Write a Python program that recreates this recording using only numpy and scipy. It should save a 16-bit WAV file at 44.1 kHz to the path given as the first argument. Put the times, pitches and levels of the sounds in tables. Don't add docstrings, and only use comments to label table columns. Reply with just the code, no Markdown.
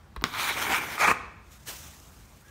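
import sys
import numpy as np
from scipy import signal
from scipy.fft import rfft, irfft, next_fast_len
from scipy.io import wavfile
from scipy.ndimage import uniform_filter1d, map_coordinates

SR = 44100
rng = np.random.default_rng(int(sys.argv[2]) if len(sys.argv) > 2 else 0)


def log_audio(samples):
    frames = np.atleast_2d(samples).T
    limited = np.clip(frames, -1, 1)
    pcm = np.round(limited * 32767).astype(np.int16)
    wavfile.write(sys.argv[1], SR, pcm)


def gain_from_decibels(decibels):
    exponent = np.asarray(decibels, float) / 20
    return 10 ** exponent


N = 110250


# (time [s], pressure [dB], paste hiss over it [dB])
WET_PUSHES = [
    [(.25, -49.5, -8), (.316, -46, -15), (.345, -37.5, -8.5), (.392, -29.5, -7.5), (.45, -31, -4.5),
     (.485, -30, -3), (.51, -29.5, -12.5), (.54, -37, -1.5), (.555, -39.5, -3)],
    [(.555, -32.5, -11.5), (.585, -33.5, -9), (.625, -30.5, -7), (.69, -31.5, -9), (.72, -27.5, -7.5),
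     (.766, -30, -9.5), (.81, -33.5, -10), (.9, -37.5, -8.5), (.97, -38.5, -7.5)],
]
# (frequency [Hz], width [Hz], level [dB])
FIRST_PUSH_BLADE = [(316, 140, -10.5), (934, 440, -2), (1330, 315, 2.5), (1790, 490, -2), (2325, 270, 1),
                    (3160, 650, -8), (4000, 790, -6.5)]
# (frequency [Hz], width [Hz], level [dB])
SECOND_PUSH_BLADE = [(302, 190, -6.5), (886, 267, 0), (1460, 430, -1.5), (1780, 220, 0), (2245, 270, 0),
                     (3500, 420, -10.5)]
# (frequency [Hz], level per Hz [dB])
PASTE_HISS = [(1500, -28), (3000, -5), (4500, -11.5), (6000, -8.5), (7700, -15), (9300, -12), (12500, -13),
              (15500, -14)]


def wet_drag():
    first = slide(WET_PUSHES[0], FIRST_PUSH_BLADE, 5060, PASTE_HISS, hiss_db=0.9)
    second = slide(WET_PUSHES[1], SECOND_PUSH_BLADE, 3400, PASTE_HISS, hiss_db=2.26)
    return first + second


# (time [s], pressure [dB], dust hiss over it [dB])
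DRY_STROKES = [
    [(.968, -38.5, -12), (.99, -31, -9), (1.008, -23.5, -11.5), (1.035, -22.5, -14), (1.048, -22, -15),
     (1.06, -23, -16.5), (1.073, -23.5, -14)],
    [(1.073, -22.5, -14), (1.085, -20.5, -17.5), (1.118, -21.5, -16.5), (1.13, -36, -13)],
]
# (frequency [Hz], width [Hz], level [dB])
BITING_BLADE = [(345, 320, -17.5), (845, 230, -7), (1045, 86, -1.5), (1260, 88, 3.5), (1790, 300, -6),
                (2245, 230, -1), (2595, 270, -9)]
# (frequency [Hz], width [Hz], level [dB])
LEAVING_BLADE = [(336, 670, -12), (1034, 126, -2), (1241, 46, 0.5), (1460, 170, -6.5), (1760, 170, -4),
                 (2230, 270, -4.5), (2580, 255, -5.5)]
# (frequency [Hz], level per Hz [dB])
DUST_HISS = [(1500, -20), (3000, -5.5), (3700, -2.5), (4550, -6), (6000, -6.5), (8700, -8), (12000, -12.5),
             (15500, -22)]


def dry_rasp():
    bite = slide(DRY_STROKES[0], BITING_BLADE, 2740, DUST_HISS, hiss_db=1.5)
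    leave = slide(DRY_STROKES[1], LEAVING_BLADE, 2740, DUST_HISS, hiss_db=3.0)
    return bite + leave


# (time [s], peak level [dB])
SNAG_HITS = [
    (.338, -23),
    (.667, -20),
    (.7185, -17),
    (.7445, -15),
    (.979, -23),
    (1.0788, -13),
    (1.0845, -12),
    (1.0895, -13),
    (1.1125, -10),
]


def slide(rows, blade, edge_hz, spectrum, hiss_db):
    press_db, hiss_over_db, gate = curves(rows)
    low = drag_rumble(press_db)
    press_db = press_db + 1.5 * (wobble(44.86) + 0.2 * wobble(170))

    def ring(f):
        rolloff = 1 + 1j * 1.21 * f / edge_hz - (f / edge_hz) ** 2
        return body(blade, f) / rolloff ** 2

    def snag_response(f):
        return (ring(f) + .008) * 1j * f / (900 + 1j * f)

    chatter = unit(filtered(patchy(grit(), patchy_db=1.58), ring))
    hiss = rush(spectrum, patchy_db=2.5) * gain_from_decibels(1.05 * wobble(300))
    out = gate * (gain_from_decibels(press_db) * (chatter + gain_from_decibels(hiss_over_db + hiss_db) * hiss) + low)

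    t = np.arange(2048) / SR
    snag_t60 = 0.0076
    for s, db in SNAG_HITS:
        start = round(s * SR)
        kick = filtered(rng.standard_normal(len(t)) * gain_from_decibels(-60 * t / snag_t60), snag_response)
        out[start:][:len(t)] += gate[start] * gain_from_decibels(db) * kick / abs(kick).max()
    return out


def grit():
    grains_per_s, spread_db = 7000, 3.2
    chance, size, side = rng.random((3, N))
    sizes = gain_from_decibels(-spread_db * np.log(size + 0.0077))
    grains = (chance < grains_per_s / SR) * sizes * np.sign(side - .5)
    return unit(grains) + 0.91 * rng.standard_normal(N)


# (frequency [Hz], level per Hz [dB])
DRAG_RUMBLE = [(30, -47), (50, -4), (130, -5.5), (300, -13), (600, -22.5)]


def drag_rumble(press_db):
    return gain_from_decibels(-48.5 + 0.16 * (press_db + 37)) * rush(DRAG_RUMBLE, patchy_db=2.0)


# (time [s], peak level [dB], brightness [dB per octave], t60 [s])
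CONTACTS = [
    (0.1625, -28.5, -7.5, 0.047),
    (0.2127, -33, -3, 0.01),
    (0.221, -29.5, -12, 0.047),
    (0.2401, -3.5, -1, 0.0077),
    (0.2427, -20, -5, 0.037),
    (0.248, -21.5, -3.5, 0.098),
]
# (frequency [Hz], width [Hz], level [dB])
CLACK_BODY = [(138, 92, 3.5), (377, 120, 3.5), (1087, 326, 6.5), (2300, 2270, 2.5), (3960, 1230, 4),
              (5500, 910, -2.5), (9100, 3000, -30), (13000, 2300, -16)]


def taps():
    out = np.zeros(N)
    t = np.arange(4096) / SR
    for s, db, tilt_db, t60 in CONTACTS:
        burst = rng.standard_normal(len(t)) * gain_from_decibels(-60 * t / t60)
        burst[0] = 6
        hit = filtered(burst, lambda f: (body(CLACK_BODY, f) + 0.14) * (1 + 1j * f / 1000) ** (tilt_db / 6))
        out[round(s * SR):][:len(t)] += gain_from_decibels(db) * hit / abs(hit).max()
    return out


# (time [s], frequency [Hz], level [dB], t60 [s])
WALL_THUD = (0.1705, 55, -24.5, .14)


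def thud():
    s, hz, db, t60 = WALL_THUD
    u = since(s)
    onset = 1 - np.exp(-u / 0.011)
    return gain_from_decibels(db - 60 * u / t60) * np.sin(2 * np.pi * hz * u) * onset


# (time [s], speed as level [dB])
SLEEVE_MOVES = [
    [(1.38, -83), (1.47, -68), (1.505, -66), (1.518, -55), (1.55, -57), (1.585, -63.5), (1.655, -60)],
    [(1.655, -59), (1.673, -44), (1.691, -37), (1.715, -41.5), (1.763, -47), (1.843, -50.5), (2.0, -57),
     (2.2, -61.5), (2.5, -64)],
]
# (frequency [Hz], level per Hz [dB])
CLOTH_HISS = [(150, -16), (300, -3), (1000, -0.5), (2500, -0.5), (4500, -3), (6300, 0.5), (9000, -3.5),
              (15500, -6)]


def sleeve():
    speed_db, gate = curves(SLEEVE_MOVES[0] + SLEEVE_MOVES[1][1:])
    return gate * gain_from_decibels(speed_db + 2.5 + 1.1 * wobble(90)) * rush(CLOTH_HISS, patchy_db=1.26)


# (time [s], level [dB], frequency [Hz], t60 [s])
GRIT_TICKS = [
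    (.162, -45, 10100, 0.014),
    (0.2204, -43.5, 13400, .012),
    (2.001, -45, 6200, 0.011),
    (2.481, -52.5, 6000, .025),
]


def ticks():
    out = np.zeros(N)
    for s, db, hz, t60 in GRIT_TICKS:
        u = since(s)
        noise = unit(filtered(rng.standard_normal(N), lambda f: body([(hz, 0.28 * hz, 0)], f) ** 2))
        out += gain_from_decibels(db) * noise * gain_from_decibels(-60 * u / t60) * (u > 0)
    return out


# (time [s], pitch [Hz], level [dB])
SQUEAK_GLIDE = [(2.415, 1380, -75), (2.428, 1410, -59), (2.437, 1450, -68), (2.447, 1570, -61),
                (2.464, 1640, -58), (2.478, 1670, -62), (2.5, 1665, -53)]


def squeak():
    hz, db, gate = curves(SQUEAK_GLIDE)
    phase = 2 * np.pi * np.cumsum(hz + 25 * wobble(150)) / SR
    return gate * gain_from_decibels(db + 1.8 * wobble(60)) * np.sin(phase) * 1.1


# (frequency [Hz], t60 [s])
ROOM_DECAY = [(150, 0.96), (1000, 0.68), (2500, .7), (5000, 0.65), (12000, 0.27)]


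def room(x):
    hz, t, z = signal.stft(rng.standard_normal(SR), SR, nperseg=256)
    decay = gain_from_decibels(-60 * t / along(ROOM_DECAY, hz)[:, None])
    tail = signal.istft(z * decay, SR, nperseg=256)[1]
    late = np.pad(x, (300, 0))
    return signal.fftconvolve(late, tail / np.linalg.norm(tail))[:N]


# (frequency [Hz], level per Hz [dB])
RUMBLE = [(30, -32), (50, 0.5), (90, -3), (200, -12.5), (450, -22), (1200, -23), (3000, -34.5),
          (15500, -47)]


def rumble():
    return gain_from_decibels(-52 + 0.27 * wobble(4.82)) * rush(RUMBLE, patchy_db=1.7)


def unit(x):
    return x / np.sqrt(np.mean(x ** 2) + 1e-20)


def since(s):
    return np.clip(np.arange(N) / SR - s, 0, None)


def along(points, hz):
    f, v = np.transpose(points)
    return np.interp(np.log(hz + 1), np.log(f + 1), v)


def curves(rows):
    s, *cols = np.transpose(rows)
    t = np.arange(N) / SR
    inside = np.minimum(t - s[0], s[-1] - t)
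    gate = np.clip(inside / .006 + .5, 0, 1) ** .5
    return [np.interp(t, s, c) for c in cols] + [gate]


def wobble(rate):
    knots = rng.standard_normal(int(N * rate / SR) + 4)
    return map_coordinates(knots, [np.arange(N) * rate / SR])


def filtered(x, response):
    m = next_fast_len(len(x) + 8192)
    return irfft(rfft(x, m) * response(np.fft.rfftfreq(m, 1 / SR)), m)[:len(x)]


def body(peaks, f):
    return sum((-1) ** k * gain_from_decibels(db) * 1j * f * w / (c * c - f * f + 1j * f * w)
               for k, (c, w, db) in enumerate(peaks))


def patchy(x, patchy_db):
    z = signal.stft(x, nperseg=512)[2]
    field = uniform_filter1d(rng.standard_normal(z.shape), 8, 0)
    field = uniform_filter1d(field, 8, 1)
    return signal.istft(z * gain_from_decibels(patchy_db * unit(field)), nperseg=512)[1][:N]


def rush(spectrum, patchy_db):
    noise = patchy(rng.standard_normal(N), patchy_db)
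    return unit(filtered(noise, lambda hz: gain_from_decibels(along(spectrum, hz))))


def scene():
    blade = wet_drag() + dry_rasp() + taps() + thud()
    reflections = gain_from_decibels(-14) * room(blade)
    return (blade + reflections + sleeve() + ticks() + squeak() + rumble())[None]


def top_cut(x):
    return signal.sosfilt(signal.butter(12, 16790, fs=SR, output="sos"), x)


# (centre [Hz], width [Hz], depth [0-1])
MIC_NOTCH = (10410, 560, 0.4)


def record(dry):
    centre_hz, width_hz, depth = MIC_NOTCH
    top_hz = 15750

    def mic(hz):
        dip = 1 - depth * np.exp(-((hz - centre_hz) / width_hz) ** 2)
        return dip * gain_from_decibels(-60 * np.clip((hz - top_hz) / 110 + .5, 0, 2) ** 2)

    mix = filtered(dry[0], mic)[None]
    return top_cut(mix)


dry = scene()
out = record(dry)
log_audio(out)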